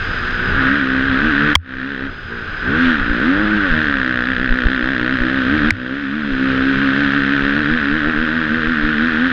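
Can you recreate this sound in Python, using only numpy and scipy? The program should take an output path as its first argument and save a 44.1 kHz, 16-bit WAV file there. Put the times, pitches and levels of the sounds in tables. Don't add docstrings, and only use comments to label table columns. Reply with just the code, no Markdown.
import sys
import numpy as np
from scipy import signal
from scipy.io import wavfile
from scipy.ndimage import uniform_filter1d, minimum_filter1d

SR = 44100
rng = np.random.default_rng(int(sys.argv[2]) if len(sys.argv) > 2 else 0)


def unload_wav(signal):
    wavfile.write(
        sys.argv[1],
        SR,
        np.round(np.clip(np.atleast_2d(signal).T, -1, 1) * 32767).astype(np.int16),
    )


def field_ratio(decibels):
    return 10 ** (np.asarray(decibels, dtype=float) / 20)


N = 411012

# (time [s], firing rate [Hz])
GRIP_SPEED = [(0, 54.9), (.66, 65.45), (1.17, 65.75), (2.09, 64.67), (2.24, 52.64), (2.6, 54.27),
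              (3.14, 57.94), (3.75, 78.17), (4.03, 64.08), (4.3, 59.87), (5.2, 61.35), (5.87, 63.17),
              (6.27, 70.93), (6.35, 65.07), (7.9, 70.5), (8.35, 76.07), (9, 73.95), (9.32, 80.2)]
# (middle [s], extra rate [Hz], half length [s], pointedness [power])
JUMPS = [
    (2.84, 30, .225, 1.35),
    (3.46, 38.5, .26, .7),
]
# (middle [s], extra rate [Hz], half length [s])
SLIPS = [(.57, 5.5, .09), (.78, 7.3, .09), (1.28, 12.5, .1), (1.5, 9, .21), (1.92, 5.5, .08),
         (2.06, 4, .06), (2.35, 5.5, .15), (4.32, 5.7, .07), (4.45, 6, .065), (4.58, 3.7, .075),
         (4.75, 6, .085), (4.92, 6.8, .09), (5.14, 5.1, .07), (5.37, 5.5, .13), (5.57, 14.5, .1),
         (5.7, 16, .11), (6, 6.5, .1), (6.19, 7, .09), (7.03, 4.5, .09), (7.61, 7.5, .07), (7.76, 12, .1),
         (7.98, 8, .07), (8.11, 8.2, .06), (8.24, 6.5, .07), (8.39, 6, .11), (8.59, 6.5, .07),
         (8.72, 8, .08), (8.91, 3.6, .07), (9.08, 8, .09), (9.27, 9.5, .08)]
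# (middle [s], extra rate [Hz])
RIDGES = [(.3, 2.75), (1.07, 2.4), (3.84, 2.3), (6.49, 1.36), (6.7, 1.48), (6.831, 2.9), (7.172, 3),
          (7.34, 1.85), (7.499, 1.04)]
# (time [s], share of crack bunched at firings [0-1])
LOAD = [(0, .1), (.52, .15), (.63, .5), (1.5, .55), (1.8, .8), (2.06, .6), (2.12, .05), (2.6, .1),
        (2.9, .5), (3.6, .35), (3.75, .7), (4.1, 1), (5.1, .95), (5.4, .65), (6.8, .55), (7.1, .75),
        (8.1, .75), (9.32, .65)]
# (time [s], level [dB], 0 = open)
THROTTLE = [(0, -16), (.53, -7.5), (.63, -1), (.9, -1), (2.07, 0.2), (2.13, -13), (2.27, -15), (2.32, -3.5),
            (2.56, -17.5), (2.68, -2), (2.87, 5), (3.05, -4), (3.24, -0.5), (4.3, -3), (5.6, 0.5),
            (6.85, 1.5), (8.3, -2), (9.32, 0)]
# (time [s], level [dB])
FACING = [(0, 1), (.45, 3), (.67, 5.5), (.85, 0), (1.5, 4), (2.2, -0.5), (2.7, 6.5), (3.05, 1), (3.45, -.5),
          (3.68, 2.5), (4.4, 0.5), (5.4, -1), (5.68, 0.5), (6.3, -3.5), (7.05, 1), (8.55, -0.5), (9, 0.5),
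          (9.32, 0)]
FACING_SHARE = (0.095, 1, 0.6)
# (open level [dB], throttle share [dB/dB], load [dB/unit], speed [dB/octave],
# throttle floor where road noise takes over [dB])
LAYERS = [(-18, 1.33, -3.2, 2.6, -30), (-19.5, 0.35, 0.4, 1.5, -12), (-30, 1.07, 0.1, 0, -2.5)]
# (frequency [Hz], level [dB])
PIPE_OPEN = [(59, -50), (100, -17), (139, -10), (178, -10.5), (214, -2.5), (270, 6.5), (315, -1.5),
             (370, -15.5), (425, -15), (490, -13.5), (620, -22), (735, -29.5), (1000, -30), (1300, -41)]
# (frequency [Hz], level [dB])
PIPE_SHUT = [(59, -44.5), (120, -8.5), (230, 0), (300, -17), (374, 0.5), (487, -7.5), (600, -50),
             (1000, 14.5), (1300, -47)]
# (firing order, extra weight [dB])
ORDER_DB = [(1, -6.5), (2, 4), (3, 3), (4, 1.94), (5, -0.5), (6, 4.5), (7, 1), (8, 3.5), (9, 4), (17, -2.8)]
# (frequency [Hz], density [dB/Hz])
CASE = [(410, -67), (700, -25), (1000, -22), (1230, -8), (1370, -6.5), (1510, 1), (1850, -10),
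        (2040, -17.5), (2300, -26), (2990, -30), (5060, -120)]
# (frequency [Hz], density [dB/Hz])
BANG = [(400, -45), (850, -30), (1100, -20), (1400, -6), (1620, 0), (1850, -3), (2250, -24), (2630, -22),
        (2900, -28), (3230, -21), (3900, -28), (5000, -46), (9000, -80)]
# (frequency [Hz], density [dB/Hz])
RASP = [(300, -13.5), (500, -7), (800, -12.5), (2200, 0.5), (2630, 1.5), (2900, -1.5), (3230, 0),
        (3550, -3), (4000, -6), (4450, -16), (6000, -28), (8000, -44), (11000, -55.5), (16000, -94)]
# (time [s], peak [dB], push length [ms])
RUTS = [(0.38, -18, 22), (0.51, -16, 16), (2.878, -20.5, 25), (3.009, -16, 24), (3.106, -12, 17.6),
        (3.716, -11, 21.5), (4.402, -21, 20.1), (4.513, -7, 19.5), (4.663, -6, 13), (4.839, -17, 20.5),
        (5.015, -24, 22), (5.216, -13.5, 20), (5.674, -19.0, 20.4), (6.33, -18, 21), (6.77, -21, 20),
        (7.436, -17.5, 18.5), (7.721, -16, 28), (7.934, -18, 26), (8.071, -19, 19), (8.19, -14.5, 23.4),
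        (8.681, -15.5, 20.2), (8.843, -13, 20)]
# (time [s], blow [dB], length [ms], after-swing [dB], swing delay [ms])
TWIGS = [
    (1.5526, .5, 7.6, -12, 9.5),
    (5.7055, -2.3, 4.8, -15, 12.5),
]
# (first [Hz], second [Hz], third [Hz], after-swing [Hz])
WALL = [(3240, 2160, 1130, 86), (2200, 1750, 1500, 104)]
# (frequency [Hz], density [dB/Hz])
TWIG_TICK = [(300, -6), (1100, 0), (3200, -5.5), (5000, -3), (9400, -26.5), (14000, -35.5), (20000, -63)]
# (early start [ms], lasting cut [dB], creep back [s], deep cut [dB])
DUCKS = [
    (19, 9, 1.54, 37),
    (7.9, 7, 0.75, 8),
]
# (frequency [Hz], density [dB/Hz])
WIND = [(12, -15.5), (22, -1.5), (50, -12.5), (92, -7), (115, -16), (200, -18.5), (500, -24.5),
        (1000, -36.5), (2000, -81)]
# (middle [s], level [dB], half length [s])
GUSTS = [(.62, 4.5, 0.091), (0.816, -5.5, 0.16), (2.05, 4.5, 0.11), (2.679, 8, .12), (3.39, 7.5, 0.052),
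         (5.646, 7.5, 0.16), (6.569, 6.5, 0.14), (7.621, 3.5, .1), (9.199, -0.5, .15)]
# (frequency [Hz], level [dB])
WHINE = [(6449, -54), (12898, -60)]
# (frequency [Hz], density [dB/Hz])
HISS = [(3000, -31), (4600, -12.5), (4950, 1), (5200, -13), (5600, -23.5), (8000, -35.5), (11000, -50),
        (16000, -81.5)]

LIMIT_HZ = 104.6
MID_LOAD, MID_HZ = .6, 68


def evened(x):
    return x / np.sqrt(np.mean(x ** 2) + 1e-20)


def curve(rows):
    rows = np.asarray(rows, float)
    return np.interp(np.arange(N) / SR, rows[:, 0], rows[:, 1])


def read(points, hz):
    f, value = np.transpose(points)
    return np.interp(np.log(hz + 1), np.log(f + 1), value)


def colour(x, points):
    gain_db = np.maximum(read(points, abs(np.fft.fftfreq(8192, 1 / SR))), -100)
    log_gain = np.log(field_ratio(gain_db))
    taps = np.fft.ifft(np.exp(log_gain - 1j * signal.hilbert(log_gain).imag)).real[:4096]
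    return signal.oaconvolve(x, taps)[:len(x)]


def drift(hz):
    lowpass = signal.butter(2, hz, fs=SR, output="sos")
    return evened(signal.sosfilt(lowpass, rng.standard_normal(N)))


def steady(x, span=4410):
    power = uniform_filter1d(uniform_filter1d(x ** 2, span), span)
    return x / np.sqrt(power + 1e-12)


def add(mix, s, sound):
    part = mix[round(s * SR):][:len(sound)]
    part += sound[:len(part)]


def engine():
    hz, load = speed(), np.clip(curve(LOAD), 0, 1)
    turns = np.cumsum(hz * (1 + .003 * drift(30))) / SR
    layers = hum(turns, hz, load), crack(turns, hz, load), rasp(turns, hz, load)
    out = 0
    for layer, settings, facing in zip(layers, LAYERS, FACING_SHARE):
        open_db, share, load_db, octave_db, floor_db = settings
        level_db = open_db + facing * curve(FACING) + share * np.maximum(curve(THROTTLE), floor_db)
        level_db += load_db * (load - MID_LOAD) + octave_db * np.log2(hz / MID_HZ)
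        out = out + layer * field_ratio(level_db)
    return out


def speed():
    t, hz = np.arange(N) / SR, curve(GRIP_SPEED)
    skew, ridge_half_s = .3, .075
    bumps = [(*row, 0) for row in JUMPS]
    bumps += [(*row, 2, skew) for row in SLIPS]
    bumps += [(*row, ridge_half_s, 2, skew) for row in RIDGES]
    for s, extra_hz, half_s, power, lean in bumps:
        u = (t - s) / half_s / (1 - lean * np.sign(t - s))
        hz = hz + extra_hz * abs(np.cos(np.pi / 2 * np.clip(u, -1, 1))) ** power
    return np.minimum(hz, LIMIT_HZ + .3 * (hz - LIMIT_HZ))


def hum(turns, hz, load):
    cuts = np.clip(hz - LIMIT_HZ, 0, 1) * drift(19.7)
    bite_db = 1.2 * np.clip(np.gradient(hz) * SR / 100, -2, 2)
    late = turns + 0.031 * cuts - .0005 * hz
    power = np.clip(load / .33, 0, 1)
    bright_db = 18 * (load - .66) + 22 * np.maximum(np.log2(hz / 82), 0)
    lines = 0
    for order in range(1, 18):
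        line_hz = order * hz
        weight_db = power * read(PIPE_OPEN, line_hz) + (1 - power) * read(PIPE_SHUT, line_hz)
        weight_db += read(ORDER_DB, order) + bright_db * np.clip(line_hz / 300 - 1.5, 0, 1)
        wander = .07 * np.sqrt(order) * drift(12) + .5 * drift(1.5)
        lines = lines - field_ratio(weight_db + 2.63 * drift(6.4)) * np.cos(2 * np.pi * order * late + wander)
    return steady(lines) * field_ratio(0.27 * 2 * cuts + bite_db)


def crack(turns, hz, load):
    hiss = steady(colour(puffs(turns, hz, .35 * load, fade_ms=14, after_db=-5), CASE))
    return steady(hiss + 1.9 * load ** 1.5 * bangs(turns))


def bangs(turns):
    blur_s, echo_s = .0006, 0.00282
    front = np.diff(turns.astype(int), prepend=0) * field_ratio(1.0 * drift(60))
    tail = signal.lfilter([1], [1, -np.exp(-1 / (blur_s * SR))], front)
    shock = -evened(front) + .3 * evened(tail * rng.standard_normal(N))
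    return steady(colour(shock + field_ratio(-20.0) * np.roll(shock, round(echo_s * SR)), BANG))


def rasp(turns, hz, load):
    return steady(colour(puffs(turns, hz, .9 * load ** 2, fade_ms=4, after_db=-12), RASP))


def puffs(turns, hz, load, fade_ms, after_db):
    phase = turns % 1
    puff = np.exp(-1000 * phase / hz / fade_ms)
    puff += field_ratio(after_db) * np.exp(-((phase - .45) / 0.061) ** 2)
    loose = field_ratio(1.0 * drift(66)) * rng.standard_normal(N)
    return np.sqrt(load) * evened(puff * rng.standard_normal(N)) + np.sqrt(1 - load) * evened(loose)


def ruts():
    out = np.zeros(N)
    for s, db, ms in RUTS:
        u = np.arange(-3000, 6000) / SR * 1000 / ms
        push = -1.15 * np.exp(-(u / .4) ** 2)
        push += .55 * np.exp(-((u - .8) / .6) ** 2) + .12 * np.exp(-((u + .9) / .5) ** 2)
        add(out, s - 3000 / SR, field_ratio(db) * push)
    return out


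def twigs():
    out, t = np.zeros(N), np.arange(9000) / SR
    for (s, db, ms, swing_db, delay_ms), (*modes_hz, swing_hz) in zip(TWIGS, WALL):
        u = t * 1000 / ms
        shape = np.minimum(u / .1, 1) * np.exp(-u ** 8 * 1.5)
        turns = [np.exp(-((u - .25) / .3) ** 4),
                 .9 * np.exp(-((u - .6) / .17) ** 2),
                 .45 * np.exp(-((u - .85) / .3) ** 2)]
        wall = sum(share * np.sin(2 * np.pi * hz * t) for share, hz in zip(turns, modes_hz))
        tick = evened(colour(rng.standard_normal(len(t)), TWIG_TICK)) * np.exp(-1.5 * u ** 2)
        add(out, s, field_ratio(db) * shape * (wall + .055 * ms * tick))
        glide_hz = swing_hz * (1 - 0.18 * np.exp(-t / 0.015))
        swing = np.sin(2 * np.pi * np.cumsum(glide_hz) / SR)
        add(out, s + delay_ms / 1000, field_ratio(swing_db - 60 * t / 0.19) * swing)
    return out


def duck_db():
    t, out = np.arange(N) / SR, np.zeros(N)
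    attack_s, deep_attack_s, deep_release_s = 0.0025, 0.0058, 0.097
    for (s, _, ms, *_), (early_ms, cut_db, creep_s, deep_db) in zip(TWIGS, DUCKS):
        since, behind = t - s + early_ms / 1000, np.maximum(t - s - ms / 1000, 0)
        creep = 1 - np.clip(since / creep_s, 0, 1) ** 2.7
        out -= cut_db * np.clip(since / attack_s, 0, 1) * creep
        out -= deep_db * np.minimum(behind / deep_attack_s, 1) * np.exp(-(behind / deep_release_s) ** 1.44)
    return out


def lift_db():
    lag_s = 0.16
    shut_db, keep = np.maximum(-curve(THROTTLE), 0), np.exp(-1 / (lag_s * SR))
    return 0.36 * signal.lfilter([1 - keep], [1, -keep], shut_db, zi=[shut_db[0]])[0]


def wind():
    t = np.arange(N) / SR
    rumble = colour(field_ratio(1.5 * drift(7.8)) * rng.standard_normal(N), WIND)
    lowpass = signal.butter(4, 2500, fs=SR, output="sos")
    rumble = signal.sosfilt(lowpass, steady(rumble, span=13000))
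    jolt_s, slowing_s = 0.017, 4
    jolts = sum(field_ratio(db + 17) * np.exp(-((t - s) / jolt_s) ** 2) for s, db, _ in RUTS)
    gusts_db = sum(db * np.exp(-((t - s) / half_s) ** 2) for s, db, half_s in GUSTS)
    level_db = -33.5 + 0.58 * lift_db() + 6 * np.exp(-(t / slowing_s) ** 4)
    level_db += 1. * drift(1.7) + gusts_db + 3.5 * jolts
    return rumble * field_ratio(level_db)


def camera():
    t = np.arange(N) / SR
    peak_cut_db = 5.5 * (curve(LOAD) - MID_LOAD)
    gain_db = -10 - peak_cut_db + lift_db() + 0.76 * duck_db()
    frames = 48. * t + .54
    gate = np.clip(1.8 * np.cos(2 * np.pi * (frames - .5)) + .2, .1, 1) * field_ratio(1.0 * drift(150))
    flip = np.pi * frames.astype(int)
    whine = 0
    for k, (hz, db) in enumerate(WHINE, start=1):
        whine = whine + field_ratio(db) * np.sin(2 * np.pi * hz * t + k * (flip + .25 * drift(25)))
    hiss = evened(colour(rng.standard_normal(N), HISS))
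    return field_ratio(gain_db) * gate * whine + field_ratio(1.08 * gain_db - 42.5) * hiss


def scene():
    ceiling, span = .8, round(.004 * SR)
    ride = (engine() + wind()) * field_ratio(duck_db()) + ruts()
    room = np.minimum(ceiling / (abs(ride) + 1e-9), 1)
    held = uniform_filter1d(minimum_filter1d(room, 2 * span), span)
    return (ride * held + twigs() + camera())[None]


def roll_off(x):
    return signal.sosfilt(signal.butter(12, 15640, fs=SR, output="sos"), x)


def record(dry):
    knee = .9
    over = np.maximum(abs(dry) - knee, 0)
    flat = np.sign(dry) * (np.minimum(abs(dry), knee) + (1 - knee) * np.tanh(over / (1 - knee)))
    trimmed = signal.sosfilt(signal.butter(2, 11000, fs=SR, output="sos"), flat)
    return roll_off(trimmed)


dry = scene()
out = record(dry)
unload_wav(out)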